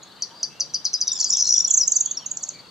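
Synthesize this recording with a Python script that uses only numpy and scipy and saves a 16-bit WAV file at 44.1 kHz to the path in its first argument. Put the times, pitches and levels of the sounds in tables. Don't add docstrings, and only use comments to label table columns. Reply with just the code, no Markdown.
import sys
import numpy as np
from scipy import signal
from scipy.fft import rfft, irfft
from scipy.io import wavfile
from scipy.ndimage import uniform_filter1d

SR = 44100
rng = np.random.default_rng(int(sys.argv[2]) if len(sys.argv) > 2 else 0)


def store_wav(level_fs):
    pcm = np.round(np.clip(np.atleast_2d(level_fs), -1, 1) * 32767)
    wavfile.write(sys.argv[1], SR, pcm.T.astype(np.int16))


N = 119070

# cue_s, level_db, tail_hz, tail_relative_db, pip_relative_db
OPENING_TICKS = [(0.2214, -13, 4667, -7.5, -40), (0.4294, -11.5, 4710, -5.5, -35.5),
                 (0.6043, -9.5, 4747, -7, -9), (0.7428, -11.5, 4735, -4, -7.5),
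                 (0.8514, -10.5, 4905, -5, -10.5), (0.9376, -9.5, 4980, -5.5, -6),
                 (1.0118, -10, 4850, -6, -4.5), (1.077, -8.5, 4830, -10, -8)]
# start_s, length_s, pitch_hz, level_db
FLUTTER_NOTES = [(1.187, 0.036, 4540, -33), (1.222, 0.023, 4320, -30), (1.247, 0.065, 4836, -27.5),
                 (1.462, .008, 4190, -41), (1.48, .01, 4190, -30.5)]
# peak_s, level_db, rise_s, fall_s, start_hz, peak_hz, end_hz
SONG_WHISTLES = [(0.033, -38.5, 0.006, 0.0075, 7180, 6800, 6100),
                 (1.11, -27, 0.0033, 0.0013, 5450, 5230, 5050),
                 (1.12, -15.5, 0.006, 0.004, 5730, 5770, 4970),
                 (1.1312, -23, 0.0077, 0.0108, 7850, 6980, 6850),
                 (1.1436, -31.5, 0.0048, 0.0016, 5910, 5440, 4900),
                 (1.157, -25.5, 0.0033, 0.0027, 5640, 5300, 5110.0),
                 (1.165, -32, 0.022, 0.004, 7250, 7120, 7300),
                 (1.167, -25, 0.0044, 0.0032, 5530, 5060, 4910.0),
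                 (1.1781, -19, 0.0027, 0.0017, 7260, 5350, 4740),
                 (1.1903, -24, 0.003, 0.002, 7280, 6170, 4810.0),
                 (1.2015, -21, 0.0067, 0.0016, 7320, 7150, 6740),
                 (1.2048, -15.5, 0.0033, 0.0011, 6890, 5400, 4960),
                 (1.2106, -17.5, 0.0072, 0.0018, 7380, 6770, 6700),
                 (1.214, -10, 0.0033, 0.0024, 6820, 5800, 4960),
                 (1.23, -21.5, 0.0066, 0.0027, 5010.0, 5700, 5660),
                 (1.2368, -23, 0.0033, 0.002, 5090, 5440, 5530),
                 (1.2466, -11, 0.0049, 0.0045, 7650, 5960, 5020),
                 (1.2966, -27.5, 0.014, 0.0045, 8040, 7100, 7200),
                 (1.3053, -11, 0.0049, 0.0016, 5090, 5740, 5900),
                 (1.3061, -15, 0.0044, 0.0045, 6820, 6830, 7030),
                 (1.3151, -30, 0.0036, 0.0054, 7010, 6800, 7070),
                 (1.3158, -35.5, 0.0033, 0.0031, 5320, 5540, 5410),
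                 (1.3214, -21.5, 0.0036, 0.0034, 6090, 5470, 5130),
                 (1.3273, -13, 0.0027, 0.0023, 6400, 5610, 4960),
                 (1.3326, -24, 0.0019, 0.0016, 7400, 6340, 5400),
                 (1.3372, -13.5, 0.0083, 0.0067, 7125, 5850, 5000),
                 (1.3545, -15.5, 0.0099, 0.0036, 5700, 5600, 5130),
                 (1.3688, -26, 0.0055, 0.0032, 8210, 7360, 7080),
                 (1.3719, -11.5, 0.0023, 0.0022, 7100, 6330, 5040),
                 (1.4259, -11.2, 0.0074, 0.003, 6270, 5820, 5140),
                 (1.4353, -29, 0.0033, 0.0022, 6320, 5830, 5160),
                 (1.4456, -23, 0.012, 0.0039, 5520, 5700, 5230),
                 (1.4466, -26.5, 0.003, 0.0018, 6530, 7060, 7930),
                 (1.4544, -26.5, 0.003, 0.0023, 6810.0, 6850, 7650),
                 (1.4563, -16.5, 0.0033, 0.0029, 5940, 5560, 5380),
                 (1.4673, -23, 0.0055, 0.0036, 5350, 5180, 5110.0),
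                 (1.4766, -15.5, 0.01, 0.0043, 7610.0, 5820, 5100),
                 (1.4841, -33.5, 0.0024, 0.0016, 7720, 7630, 7900),
                 (1.4928, -12.5, 0.0064, 0.004, 6650, 5780, 4980),
                 (1.4997, -23, 0.0033, 0.0033, 7200, 6810.0, 6460),
                 (1.5077, -12, 0.0072, 0.0045, 6025, 5830, 5140),
                 (1.5177, -25.5, 0.0025, 0.0037, 7400, 6870, 6660),
                 (1.5264, -10.5, 0.0065, 0.0031, 5910.0, 5840, 4900),
                 (1.5335, -22, 0.0033, 0.0024, 7700, 6980, 6530),
                 (1.5422, -10.5, 0.0078, 0.0045, 6300, 5825, 4930),
                 (1.551, -29.5, 0.0018, 0.0031, 7710.0, 7420, 6810.0),
                 (1.5636, -14.5, 0.0121, 0.0049, 5910.0, 5760, 5130),
                 (1.57, -22.5, 0.0066, 0.0042, 7880, 6850, 6510.0),
                 (1.5829, -11, 0.0096, 0.0025, 5700, 5900, 4820),
                 (1.5915, -19, 0.0038, 0.0074, 7820, 6790, 6840),
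                 (1.6072, -9.5, 0.011, 0.0043, 5750, 5645, 5490),
                 (1.62, -28, 0.0055, 0.0036, 5590, 5530, 5510.0),
                 (1.6239, -31.5, 0.019, 0.0045, 7110.0, 7020, 7070),
                 (1.6506, -11.5, 0.0083, 0.0048, 6010, 5800, 5400),
                 (1.663, -33, 0.0055, 0.0028, 5800, 5590, 5500),
                 (1.681, -18, 0.0088, 0.0045, 7670, 6790, 7100),
                 (1.7128, -10, 0.011, 0.0045, 7750, 6570, 5880),
                 (1.7441, -10, 0.011, 0.0081, 7730, 6540, 5870),
                 (1.7781, -11, 0.011, 0.012, 8100, 6600.0, 5700),
                 (1.815, -11.5, 0.016, 0.0072, 6150, 5630.0, 5840),
                 (1.8379, -19, 0.019, 0.0086, 4800, 5146, 5230),
                 (1.8808, -9.5, 0.0086, 0.0045, 7900, 6510, 5800),
                 (1.9232, -9.5, 0.0074, 0.0045, 7790, 6560, 5810.0),
                 (1.9668, -11, 0.013, 0.0085, 7910.0, 6370, 5950),
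                 (2.0124, -11, 0.0099, 0.0042, 7740, 6510, 6090),
                 (2.0623, -15, 0.0063, 0.0034, 7680, 6490, 6150),
                 (2.1148, -19, 0.0064, 0.0054, 7520, 6540, 6230),
                 (2.1753, -19, 0.006, 0.0081, 5870, 5577, 5610.0),
                 (2.264, -19.5, 0.0042, 0.0054, 7290, 6540, 6190),
                 (2.3171, -18, 0.0066, 0.0028, 7720, 6680, 6430),
                 (2.3725, -21.5, 0.0022, 0.0018, 6650, 6270, 5480),
                 (2.3746, -22.5, 0.0078, 0.0028, 7740, 6820, 6900),
                 (2.4361, -23, 0.011, 0.0035, 8240, 6480, 5120),
                 (2.4387, -18.5, 0.0027, 0.0033, 7030, 6700, 6490),
                 (2.4927, -19, 0.0055, 0.0017, 7850, 6390, 5380)]
# frequency_hz, left_minus_right_db
PORT_BALANCE = [(4300, 3), (5200, 4.5), (5700, 4), (6200, -0.5), (6650, -3), (7200, -10), (7600, 2),
                (8000, 3), (8800, -1.5)]
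# frequency_hz, left_minus_right_rad
PORT_PHASE_SHIFT = [(4300, -0.51), (5200, -0.75), (5800, -.6), (6700, -0.84), (8000, -0.91)]
# delay_s, left_db, right_db
LEAF_BOUNCES = [(.0024, -12.5, -13), (.0062, -17.5, -23.5), (0.0105, -14.5, -20.5)]
# peak_s, level_db, rise_s, fall_s, start_hz, peak_hz, end_hz
FAR_WHISTLES = [(0.03, -51, 0.0198, 0.0132, 3610.0, 4210.0, 4400),
                (0.076, -54, 0.022, 0.0094, 3710.0, 4200, 4310.0),
                (0.1112, -54.4, 0.0154, 0.0079, 3700, 4030, 4300),
                (0.124, -52, 0.0088, 0.011, 4650, 4440, 4310.0),
                (0.1642, -50.5, 0.0088, 0.016, 4590, 4630, 4040),
                (0.2136, -45, 0.0074, 0.04, 4630, 4530, 4190),
                (0.0789, -57, 0.033, 0.016, 3410.0, 3520.0, 3530),
                (0.1998, -58.5, 0.04, 0.034, 3110.0, 3050.0, 3110.0),
                (0.4077, -46.5, 0.077, 0.0308, 4600, 4850, 4740),
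                (0.529, -56, 0.041, 0.086, 2610.0, 2690, 2820),
                (0.7006, -46.5, 0.005, 0.014, 4570, 4720, 4160),
                (0.8645, -31.5, 0.017, 0.02, 4810.0, 4280, 4490),
                (0.9794, -48.5, 0.021, 0.02, 3910.0, 3990, 3770),
                (1.1021, -39.5, 0.044, 0.035, 3880, 3724, 3640),
                (1.103, -65.5, 0.026, 0.04, 3210.0, 2740.0, 2200),
                (1.1575, -47.5, 0.0165, 0.04, 3870, 3560, 3280),
                (1.2526, -56, 0.025, 0.027, 3360, 3340, 3340),
                (1.351, -43.5, 0.03, 0.022, 3810.0, 3667, 3560),
                (1.3643, -44.5, 0.023, 0.019, 3310.0, 3347, 3200),
                (1.4617, -35, 0.0275, 0.033, 4046, 4320, 4190),
                (1.5603, -39, 0.013, 0.011, 3550, 3514, 3120),
                (1.6035, -43, 0.011, 0.0083, 3510.0, 3646, 3390),
                (1.66, -40.5, 0.011, 0.012, 4610.0, 4450, 4070),
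                (1.6951, -44, 0.023, 0.014, 3210.0, 3523, 3110.0),
                (1.7895, -47, 0.012, 0.016, 4610.0, 4540, 4260),
                (1.953, -38.5, 0.023, 0.0069, 4700, 4670, 4870),
                (1.9681, -40, 0.011, 0.0088, 5210.0, 5260, 5230),
                (1.982, -49, 0.0089, 0.0074, 4530, 4660, 4210.0),
                (2.006, -56.5, 0.012, 0.022, 3710.0, 3760.0, 3460),
                (2.027, -51, 0.013, 0.0132, 4740, 4740, 4310.0),
                (2.0614, -47, 0.014, 0.015, 4830, 4550.0, 4250),
                (2.1148, -45.5, 0.076, 0.0071, 3130, 3520, 3470),
                (2.109, -48, 0.0132, 0.01, 4620, 4500, 4300), (2.135, -58, 0.0165, 0.015, 2960, 3000, 3030),
                (2.148, -45.5, 0.0079, 0.013, 4840, 4600, 4110.0),
                (2.1622, -55, 0.022, 0.018, 3910.0, 3710.0, 3500),
                (2.1938, -44.5, 0.0132, 0.012, 4750, 4570, 4260),
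                (2.224, -50.5, 0.034, 0.036, 3410.0, 3130.0, 2720),
                (2.3014, -53.5, 0.0132, 0.0198, 4810.0, 4810.0, 4540),
                (2.3783, -53, 0.011, 0.0063, 4540, 4450.0, 4280),
                (2.4144, -46.5, 0.0076, 0.017, 4830, 4520, 4260),
                (2.471, -46.5, 0.011, 0.0067, 4710.0, 4400, 4210.0),
                (2.5104, -45.5, 0.014, 0.008, 4590, 4540, 4050),
                (2.5079, -65, 0.045, 0.022, 2610.0, 2720.0, 2700),
                (2.5488, -44, 0.014, 0.018, 4310.0, 4660.0, 4240),
                (2.5678, -57, 0.041, 0.046, 2310.0, 2344, 2100),
                (2.5982, -44.5, 0.015, 0.013, 4210.0, 4680, 4210.0),
                (2.628, -62, 0.0055, 0.004, 4210.0, 4540, 4670),
                (2.6486, -52, 0.007, 0.0055, 4170, 4470, 4560),
                (2.6584, -59.3, 0.0198, 0.016, 2810.0, 2740.0, 2660),
                (2.671, -48, 0.0055, 0.004, 4200, 4450, 4530),
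                (2.6925, -46.5, 0.0061, 0.0048, 4250, 4540, 4560)]
# peak_s, level_db, rise_s, fall_s, start_hz, peak_hz, end_hz
FAR_LOW_TONES = [(.335, -53.5, 0.035, 0.038, 900, 925, 1100), (1.82, -54.5, .05, 0.034, 560, 500, 495),
                 (0.62, -57, .04, .03, 500, 555, 570)]
# frequency_hz, relative_db
WASH_SPECTRUM = [(20, -31), (45, -14), (85, -18), (120, -1.5), (170, 2.5), (357, -4), (635, -3.5),
                 (1050, -3.5), (1500, -6.5), (2400, -15), (3230, -10), (4480, -7), (5400, -17),
                 (7970, -18.5), (9500, -25.5), (12500, -28), (14800, -31.5), (15800, -37)]
# frequency_hz, correlation
WASH_LIKENESS = [(60, 0.34), (160, 0.53), (410, 0.54), (1090, 0.72), (2860, 0.41), (7520, 0.21)]
# frequency_hz, left_minus_right_db
WASH_PAN = [(60, 0.63), (160, 0.5), (410, 1.0), (1090, 0.0), (2860, 3.9), (7520, 2.1)]
# time_s, level_db
WIND_GUSTS = [(0.0, -68), (0.01, -78), (0.71, -65), (0.77, -77), (0.8, -56), (1.35, -78), (1.38, -36),
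              (2.15, -70.5), (2.63, -65), (2.7, -62)]


def singer():
    song = np.zeros(N)
    add_ticks(song)
    for row in FLUTTER_NOTES:
        add(song, *flutter_note(*row))
    for row in SONG_WHISTLES:
        add(song, *whistle(*row))
    add_buzz(song)
    return song


def add_ticks(song, delay_s=0.0029, trim_db=-6):
    pip_s, pip_hz = 0.0017, 5950
    for cue_s, level_db, tail_hz, tail_db, pip_db in OPENING_TICKS:
        peak_s, db = cue_s + delay_s, level_db + trim_db
        add(song, *whistle(peak_s, db, rise_s=0.0028, fall_s=0.0039, start_hz=6500, peak_hz=5860,
                           end_hz=5360, overtone_db=-70, roundness=3))
        add(song, *whistle(peak_s - 0.0068, db + pip_db, pip_s, pip_s, pip_hz, pip_hz, pip_hz))
        add(song, *flutter_note(peak_s - 0.0041, length_s=0.034, pitch_hz=tail_hz, level_db=db + tail_db))


def whistle(peak_s, level_db, rise_s, fall_s, start_hz, peak_hz, end_hz,
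            overtone_db=-50, wobble_hz=55, roundness=1.3, rasp=0.15):
    t = np.arange(-rise_s * 1.2, fall_s * 1.2, 1 / SR)
    glide_hz = uniform_filter1d(np.interp(t, [-rise_s, 0, fall_s], [start_hz, peak_hz, end_hz]), size=60)
    phase = 2 * np.pi * np.cumsum(glide_hz + wobble_hz * drift(len(t), size=40)) / SR
    from_peak = np.where(t < 0, t / t[0], t / t[-1]).clip(0, 1)
    edge_db = np.where(t < 0, -25, -14)
    taper = np.cos(np.pi / 2 * from_peak ** 4)
    envelope = amp(edge_db * from_peak ** roundness) * taper
    roughness = 1 + rasp * drift(len(t), size=45)
    overtone = amp(overtone_db) * (1 + 0.47 * drift(len(t), size=30)) * np.sin(2 * phase)
    return peak_s + t[0], np.sqrt(2) * amp(level_db) * envelope * roughness * (np.sin(phase) + overtone)


def flutter_note(start_s, length_s, pitch_hz, level_db, drop_hz=350, flutter_hz=230, depth=0.63):
    t = np.arange(0, length_s, 1 / SR)
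    hz = pitch_hz + drop_hz * np.exp(-t / 0.0037) + 70 * drift(len(t), size=50)
    phase = 2 * np.pi * np.cumsum(hz) / SR
    tone = np.sin(phase) + amp(-33) * np.sin(2 * phase)
    cycles = rng.random() + np.cumsum(flutter_hz * (1 + 0.24 * drift(len(t), size=150))) / SR
    flutter = 1 + depth * np.cos(2 * np.pi * cycles)
    envelope = np.sin(np.pi * np.sin(np.pi / 2 * t / length_s))
    return start_s, np.sqrt(2) * amp(level_db) * envelope * flutter * tone


def add_buzz(song, start_s=1.3802, step_s=0.0023, start_db=-19.5, grow_db=0.55, offbeat_db=-6.5):
    for k, (late, loud, high) in enumerate(rng.standard_normal((15, 3))):
        peak_s = start_s + step_s * k + 0.0003 * late
        db = start_db + grow_db * k + offbeat_db * (k % 2) + 1.5 * loud
        add(song, *whistle(peak_s, db, rise_s=0.0018, fall_s=0.0018,
                           start_hz=6900, peak_hz=5820 + 200 * high, end_hz=4740))


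def microphone_ports(sound):
    hz = np.fft.rfftfreq(N, 1 / SR)
    left = amp(curve(PORT_BALANCE, hz) / 2) * np.exp(0.5j * curve(PORT_PHASE_SHIFT, hz))
    right = 1 / left
    rms_gain = np.sqrt((abs(left) ** 2 + abs(right) ** 2) / 2)
    return irfft(rfft(sound) * np.array([left, right]) / rms_gain, N)


def leaf_bounces(sound):
    taps = np.zeros((2, SR // 20))
    taps[:, 0] = 1
    for delay_s, left_db, right_db in LEAF_BOUNCES:
        taps[:, round(delay_s * SR)] = amp([left_db, right_db])
    return signal.fftconvolve(sound, taps, axes=1)[:, :N]


def echo(sound, t60_s, gap_s=0.0036, density=0.04, shared=0.45):
    t = np.arange(SR // 2) / SR
    taps = rng.standard_normal((3, len(t))) * (rng.random((3, len(t))) < density)
    taps *= amp(-60 * t / t60_s) * (t > gap_s)
    taps = shared * taps[2] + (1 - shared) * taps[:2]
    taps /= np.linalg.norm(taps, axis=1, keepdims=True)
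    return signal.fftconvolve(np.atleast_2d(sound), taps, axes=1)[:, :N]


def far_birds():
    calls = np.zeros(N)
    for row in FAR_WHISTLES:
        add(calls, *whistle(*row, overtone_db=-60, wobble_hz=70, roundness=3, rasp=0.35))
    for row in FAR_LOW_TONES:
        add(calls, *whistle(*row, wobble_hz=13, roundness=3))
    for when, loud, long, high, glide in rng.random((130, 5)):
        db, ramp_s = -59 + 3.5 * (2 * loud - 1), 0.0069 + 0.014 * long
        hz, step_hz = 2600 + 2100 * high, 600 * (glide - 0.7)
        add(calls, *whistle(when * N / SR, db, ramp_s, ramp_s, hz - step_hz, hz, hz + step_hz,
                            wobble_hz=70))
    return calls


def outdoor_wash(level_db=-49.5, patch_db=1.7):
    frames, hz = N // 256 + 5, np.fft.rfftfreq(1024, 1 / SR)
    left_re, left_im, apart_re, apart_im, patches = rng.standard_normal((frames, 513, 5)).T
    patches = evened(uniform_filter1d(uniform_filter1d(patches, size=6, axis=0), size=14, axis=1))
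    likeness = np.clip(curve(WASH_LIKENESS, hz), -1, 1)[:, None]
    left = left_re + 1j * left_im
    right = likeness * left + np.sqrt(1 - likeness ** 2) * (apart_re + 1j * apart_im)
    pan = amp(curve(WASH_PAN, hz) / 2)[:, None]
    spectra = np.array([left * pan, right / pan])
    spectra *= amp(curve(WASH_SPECTRUM, hz)[:, None] + patch_db * patches)
    _, bed = signal.istft(spectra, nperseg=1024, noverlap=768)
    return amp(level_db) * evened(bed[:, :N])


def wind(band_hz=(40, 114), trim_db=-18):
    band = signal.butter(2, band_hz, "band", fs=SR, output="sos")
    rumble = evened(signal.sosfilt(band, rng.standard_normal((2, N))))
    time_s, level_db = np.transpose(WIND_GUSTS)
    gusts = amp(np.interp(np.arange(N) / SR, time_s, level_db) + trim_db)
    return rumble * gusts * amp([[-3], [3]])


def amp(db):
    return 10 ** (np.asarray(db) / 20)


def evened(x):
    return x / np.sqrt(np.mean(x ** 2) + 1e-20)


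def curve(points, hz):
    point_hz, value = np.transpose(points)
    return np.interp(np.log(hz + 1), np.log(point_hz + 1), value)


def add(mix, start_s, sound):
    part = mix[max(round(start_s * SR), 0):][:len(sound)]
    part += sound[:len(part)]


def drift(length, size):
    loop = evened(uniform_filter1d(uniform_filter1d(rng.standard_normal(2000), size), size))
    return loop[np.arange(length) % len(loop)]


def scene():
    song, calls = singer(), far_birds()
    near = microphone_ports(song)
    far = calls * amp([[1.5], [-1.5]]) + amp(-5) * echo(calls, t60_s=0.3)
    short_echo = amp(-12) * echo(near, t60_s=0.17)
    late_echo = amp(-13.5) * echo(song, t60_s=0.35)
    return leaf_bounces(near) + short_echo + late_echo + far + outdoor_wash() + wind()


def record(dry):
    lowpass = signal.firwin(511, cutoff=15850, window=("kaiser", 9), fs=SR)
    return signal.oaconvolve(dry, lowpass[None], "same")


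dry = scene()
out = record(dry)
store_wav(out)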